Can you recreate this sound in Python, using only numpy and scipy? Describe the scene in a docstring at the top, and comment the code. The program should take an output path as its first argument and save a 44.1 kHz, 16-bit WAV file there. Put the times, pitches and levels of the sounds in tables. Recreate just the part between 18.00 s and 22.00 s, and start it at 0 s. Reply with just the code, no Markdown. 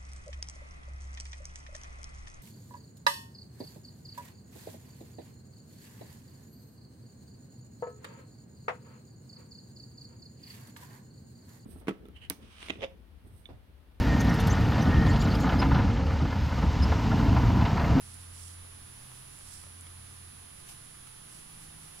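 """A quiet room hisses steadily, with low hums like far-off motors and a thin electrical whine on the right.
Over this, hands crochet close to a small stereo microphone. Yarn slides over finger and hook and fingers
brush the fabric: stick-slip friction, heard as soft, grainy swishes. The hook ticks as it snaps past
a strand or nail, and light bumps of hook and fingers excite a few quickly damped modes."""
import sys
import numpy as np
from scipy import signal
from scipy.fft import rfft, irfft
from scipy.io import wavfile
from scipy.ndimage import uniform_filter1d

SR = 44100
rng = np.random.default_rng(int(sys.argv[2]) if len(sys.argv) > 2 else 0)


def waveform_to_disk(signal):
    """Save audio, clipped to [-1, 1], as 16-bit WAV at the path in sys.argv[1]."""
    frames = np.transpose(np.atleast_2d(signal))
    scaled = np.clip(frames, -1, 1) * 32767
    samples = np.round(scaled).astype(np.int16)
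    wavfile.write(sys.argv[1], SR, samples)


N = 176400
TIME, FREQS = np.arange(N) / SR, np.fft.rfftfreq(N, 1 / SR)


def amp(db):
    """Converts decibels to an amplitude ratio."""
    return 10 ** (np.asarray(db) / 20)


def unit(x):
    """Normalises to rms 1."""
    return x / np.sqrt(np.mean(x ** 2) + 1e-20)


def over_hz(table):
    """Interpolates each column of a table along a logarithmic frequency axis."""
    hz, *columns = np.transpose(table)
    return np.array([np.interp(np.log(FREQS + 1), np.log(hz), column) for column in columns])


def coloured(white, spectrum):
    """Linear filtering gives white noise a left and a right spectral density."""
    return irfft(rfft(white) * amp(over_hz(spectrum)), N) * np.sqrt(SR / 2)


def drift(rate_hz):
    """Low-pass filtered noise: a random fluctuation of rms 1."""
    return unit(irfft(rfft(rng.standard_normal(N)) * np.exp(-(FREQS / rate_hz) ** 2), N))


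def tone(hz, waver, rate_hz):
    """Frequency modulation: a sine of rms 1 whose pitch wanders by the fraction waver."""
    cycles = np.cumsum(hz * (1 + waver * drift(rate_hz))) / SR
    return np.sqrt(2) * np.sin(2 * np.pi * (cycles + rng.random()))


def place(mix, start_s, sound, pan_db):
    """Adds a short sound to the mix; a level difference sets its direction."""
    part = mix[:, max(round(start_s * SR), 0):][:, :sound.shape[-1]]
    part += (amp([[pan_db / 2], [-pan_db / 2]]) * sound)[:, :part.shape[1]]


# Spectrum of the hiss. Each row: frequency in Hz, left and right density in dB per Hz.
HISS_SPECTRUM = [(25, -79, -77.5), (50, -80.5, -82.5), (90, -81.5, -81), (180, -84, -86.5), (295, -89, -89),
                 (594, -92, -93), (830, -89, -92), (1320, -92.5, -92.5), (2170, -93.5, -94),
                 (3360, -94, -94.5), (4900, -95.5, -97), (7000, -97.5, -99), (8550, -99.3, -95.5),
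                 (10150, -101, -95), (10800, -102.5, -106), (13300, -104, -105), (15500, -107, -108)]
# Likeness of the two sides. Each row: frequency in Hz, coherence, phase lead of the left in radians.
HISS_COHERENCE = [(58, 1, 0), (142, 0.74, 0.5), (258, .3, -1.1), (505, 0.69, -3), (780, 0.57, -3.5),
                  (1320, 0.32, -6), (2500, 0.26, -9), (5530, 0.033, -19)]


def room_hiss():
    """Partially coherent noise: the two sides are alike only at long wavelengths."""
    coherence, lead = over_hz(HISS_COHERENCE)
    left, independent = rfft(rng.standard_normal((2, N)))
    right = coherence * np.exp(-1j * lead) * left + np.sqrt(1 - coherence ** 2) * independent
    return coloured(irfft(np.array([left, right]), N), HISS_SPECTRUM)


# Envelopes of the three hums. Each row: time in seconds, level in dB.
DEEP_LEVELS = [(0, -54.5), (.25, -50), (.6, -49.5), (1.05, -65.5), (1.45, -58), (1.87, -52.5), (2.4, -57),
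               (2.8, -67.5), (4, -81)]
WAVERING_LEVELS = [(0, -58), (.6, -68.5), (.95, -59), (1.25, -57), (1.4, -64.5), (1.8, -68.5), (2.05, -58),
                   (2.25, -64), (2.55, -62.5), (3.3, -64.5), (3.6, -78)]
MOTOR_LEVELS = [(0, -74), (2.3, -74), (2.6, -65.5), (3.2, -66), (3.6, -57.5), (3.85, -56.5), (4, -64)]
# Partials of the motor hum. Each row: harmonic number, relative level in dB.
MOTOR_HARMONICS = [(2, -10), (3, -2.5), (4, -15), (5, -23.5), (6, -18.5)]


def hums(deep_hz=87.6, wavering_hz=128.7, motor_hz=52.2):
    """Slow amplitude modulation: two tones and a harmonic series swell and fade like far-off motors."""
    motor = sum(amp(db) * tone(k * motor_hz, waver=0.0034, rate_hz=2.46) for k, db in MOTOR_HARMONICS)
    deep = tone(deep_hz, waver=0.0059, rate_hz=3.8)
    wavering = tone(wavering_hz, waver=0.0289, rate_hz=6.7)
    drones = [(deep, DEEP_LEVELS), (wavering, WAVERING_LEVELS), (motor, MOTOR_LEVELS)]
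    return sum(drone * amp(np.interp(TIME, *np.transpose(levels))) for drone, levels in drones)


# Tones of the whine. Each entry: frequency in Hz.
WHINE_PITCHES = [1238, 6099, 9518, 9997, 13900]
# Their strengths, in the same order. Each row: left level in dB, right level in dB.
WHINE_LEVELS = [(-79, -79), (-94, -75.5), (-89, -80.5), (-75.5, -49.5), (-98, -83)]


def electrical_whine():
    """A line spectrum: the electronics give thin, almost steady tones."""
    return sum(amp(sides_db)[:, None] * tone(hz, waver=0.000096, rate_hz=2.3)
               for hz, sides_db in zip(WHINE_PITCHES, WHINE_LEVELS))


def friction(strokes, spectrum, snaps_per_s=4500, spread_db=2.5, snap_share=0.43):
    """Stick-slip friction: fibres catch and let go in tiny snaps over a hiss, in bell-shaped strokes."""
    power = sum(amp(db) ** 2 * np.exp(-((TIME - centre) / half) ** 2) for centre, half, db in strokes)
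    sizes = amp(spread_db * np.minimum(rng.exponential(1, N), 4))
    snaps = (rng.random(N) < snaps_per_s / SR) * sizes * rng.standard_normal((2, N))
    hiss = rng.standard_normal((2, N))
    drive = np.sqrt(snap_share) * unit(snaps) + np.sqrt(1 - snap_share) * hiss
    sticking = unit(amp(1.1 * drift(rate_hz=131)))  # uneven grip within a stroke, 1.1 dB rms
    return coloured(drive * sticking * np.sqrt(power), spectrum)


# Strokes of the yarn. Each row: centre in seconds, half-width in seconds, gain in dB.
YARN_STROKES = [(.07, 0.061, -6.5), (.14, .03, -7.5), (.215, 0.033, -7), (.385, 0.047, -3.5),
                (.455, 0.066, -1), (1.05, .05, -14), (1.175, .035, -9), (1.36, .06, -9.5),
                (1.535, 0.085, -1), (1.54, 0.025, -2.5), (2.12, .05, -11), (2.62, .06, -14),
                (2.705, 0.022, -2), (2.87, .07, -12.5), (3.08, .015, -14), (3.365, 0.058, -6),
                (3.63, .03, -7.5), (3.85, .06, -10), (4.0, .03, -7)]
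# Their spectrum at 0 dB gain. Each row: frequency in Hz, left and right density in dB per Hz.
YARN_SPECTRUM = [(1020, -112, -110), (2870, -104, -99), (4320, -103, -90.5), (5350, -101, -86),
                 (6700, -100, -89.5), (8270, -94, -83.5), (9830, -96, -84), (10800, -101, -90),
                 (12400, -104, -100), (15700, -111, -107)]


def yarn_slides():
    """Sliding friction of yarn over finger and hook radiates a bright swish."""
    return friction(YARN_STROKES, YARN_SPECTRUM)


# Strokes on the fabric. Each row: centre in seconds, half-width in seconds, gain in dB.
FABRIC_STROKES = [(.12, 0.23, -17), (.39, .035, -17), (1.1, 0.16, -11), (1.35, 0.078, -14),
                  (2.12, 0.078, -15), (2.35, 0.019, -14), (2.58, .03, -15), (2.696, 0.0089, -1),
                  (2.715, 0.0058, -8), (2.71, .045, -8), (3.075, 0.0092, -9), (3.35, 0.07, -10),
                  (3.53, 0.042, -9), (3.63, 0.034, -9.5), (3.88, 0.15, -11)]
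# Their spectrum at 0 dB gain. Each row: frequency in Hz, left and right density in dB per Hz.
FABRIC_SPECTRUM = [(450, -104, -106), (810, -82.5, -93), (1730, -103.5, -99), (2750, -85.5, -84),
                   (4040, -94, -96), (6200, -97, -88), (8500, -90, -99), (10600, -97, -92),
                   (11400, -85, -92), (12300, -94, -93), (15500, -100, -103)]


def fabric_brushes():
    """Friction of fingers on fabric, and of loops slipping off the hook, rustles with more midrange."""
    return friction(FABRIC_STROKES, FABRIC_SPECTRUM)


# Ticks of the hook. Each row: start in seconds, peak in dB, pitch in Hz, left minus right in dB.
HOOK_TICKS = [(.1419, -45, 6500, -10), (.1422, -35, 9300, -11), (1.389, -42.5, 7500, 5),
              (1.811, -46, 11200, 3), (1.8100, -38, 8260, 0), (1.8108, -38.5, 8480, 7),
              (3.074, -45, 8400, -5), (3.564, -47, 10800, 0)]


def hook_ticks(rise_s=0.0002, scratch_rad=0.3):
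    """Damped vibration: the hook snaps past a strand or nail; fingers still it in about a millisecond."""
    out, t = np.zeros((2, N)), np.arange(256) / SR
    envelope = t / rise_s * np.exp(1 - t / rise_s)
    for start_s, db, hz, pan_db in HOOK_TICKS:
        scratch = scratch_rad * unit(uniform_filter1d(rng.standard_normal(len(t)), size=16))
        ring = np.sin(2 * np.pi * hz * t + scratch)
        place(out, start_s, amp(db) * envelope * ring, pan_db)
    return out


# Bumps of hook and fingers. Each row: start in seconds, level in dB, left minus right in dB,
# spectral tilt about 1500 Hz in dB per octave.
CONTACTS = [(.647, -52.5, 8, -6), (1.116, -43, 7, -2.5), (1.408, -48, 7, -1), (1.637, -43, 5, -2.5),
            (1.666, -48, 2, -6.5), (1.866, -42, 5, 3.5), (2.690, -47, 2, 1), (3.071, -44, -6, 0.5)]
# Their resonances. Each row: frequency in Hz, relative level in dB, time to decay by 60 dB in seconds.
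CONTACT_MODES = [(343, -13, 0.02), (530, -14, .03), (920, -12, 0.014), (1253, -6, 0.033), (2205, -6, 0.019),
                 (3250, -8.5, 0.018), (5900, -11, 0.011)]


def soft_bumps(rise_s=0.0014, scuff_rad=0.82):
    """Modal ringing: padded contacts excite modes that decay exponentially, roughened by phase noise."""
    out, t = np.zeros((2, N)), np.arange(2048) / SR
    attack = np.minimum(t / rise_s, 1)
    for start_s, db, pan_db, tilt_db in CONTACTS:
        for hz, mode_db, t60 in CONTACT_MODES:
            scuff = scuff_rad * unit(uniform_filter1d(rng.standard_normal((2, len(t))), size=60))
            ring = np.sin(2 * np.pi * (hz * t + rng.random()) + scuff)
            decay = np.exp(-np.log(1000) * t / t60)
            gain = amp(db + mode_db + tilt_db * np.log2(hz / 1500))
            place(out, start_s, gain * attack * decay * ring, pan_db)
    return out


def scene():
    """Superposition: the handwork adds to the sounds of the room."""
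    background = room_hiss() + hums() + electrical_whine()
    return background + yarn_slides() + fabric_brushes() + hook_ticks() + soft_bumps()


def record(dry):
    """Band limiting: a linear-phase low-pass filter removes the highest treble."""
    lowpass = signal.firwin(801, cutoff=15680, window=("kaiser", 9), fs=SR)
    return signal.oaconvolve(dry, lowpass[None], "same")


dry = scene()
out = record(dry)
waveform_to_disk(out)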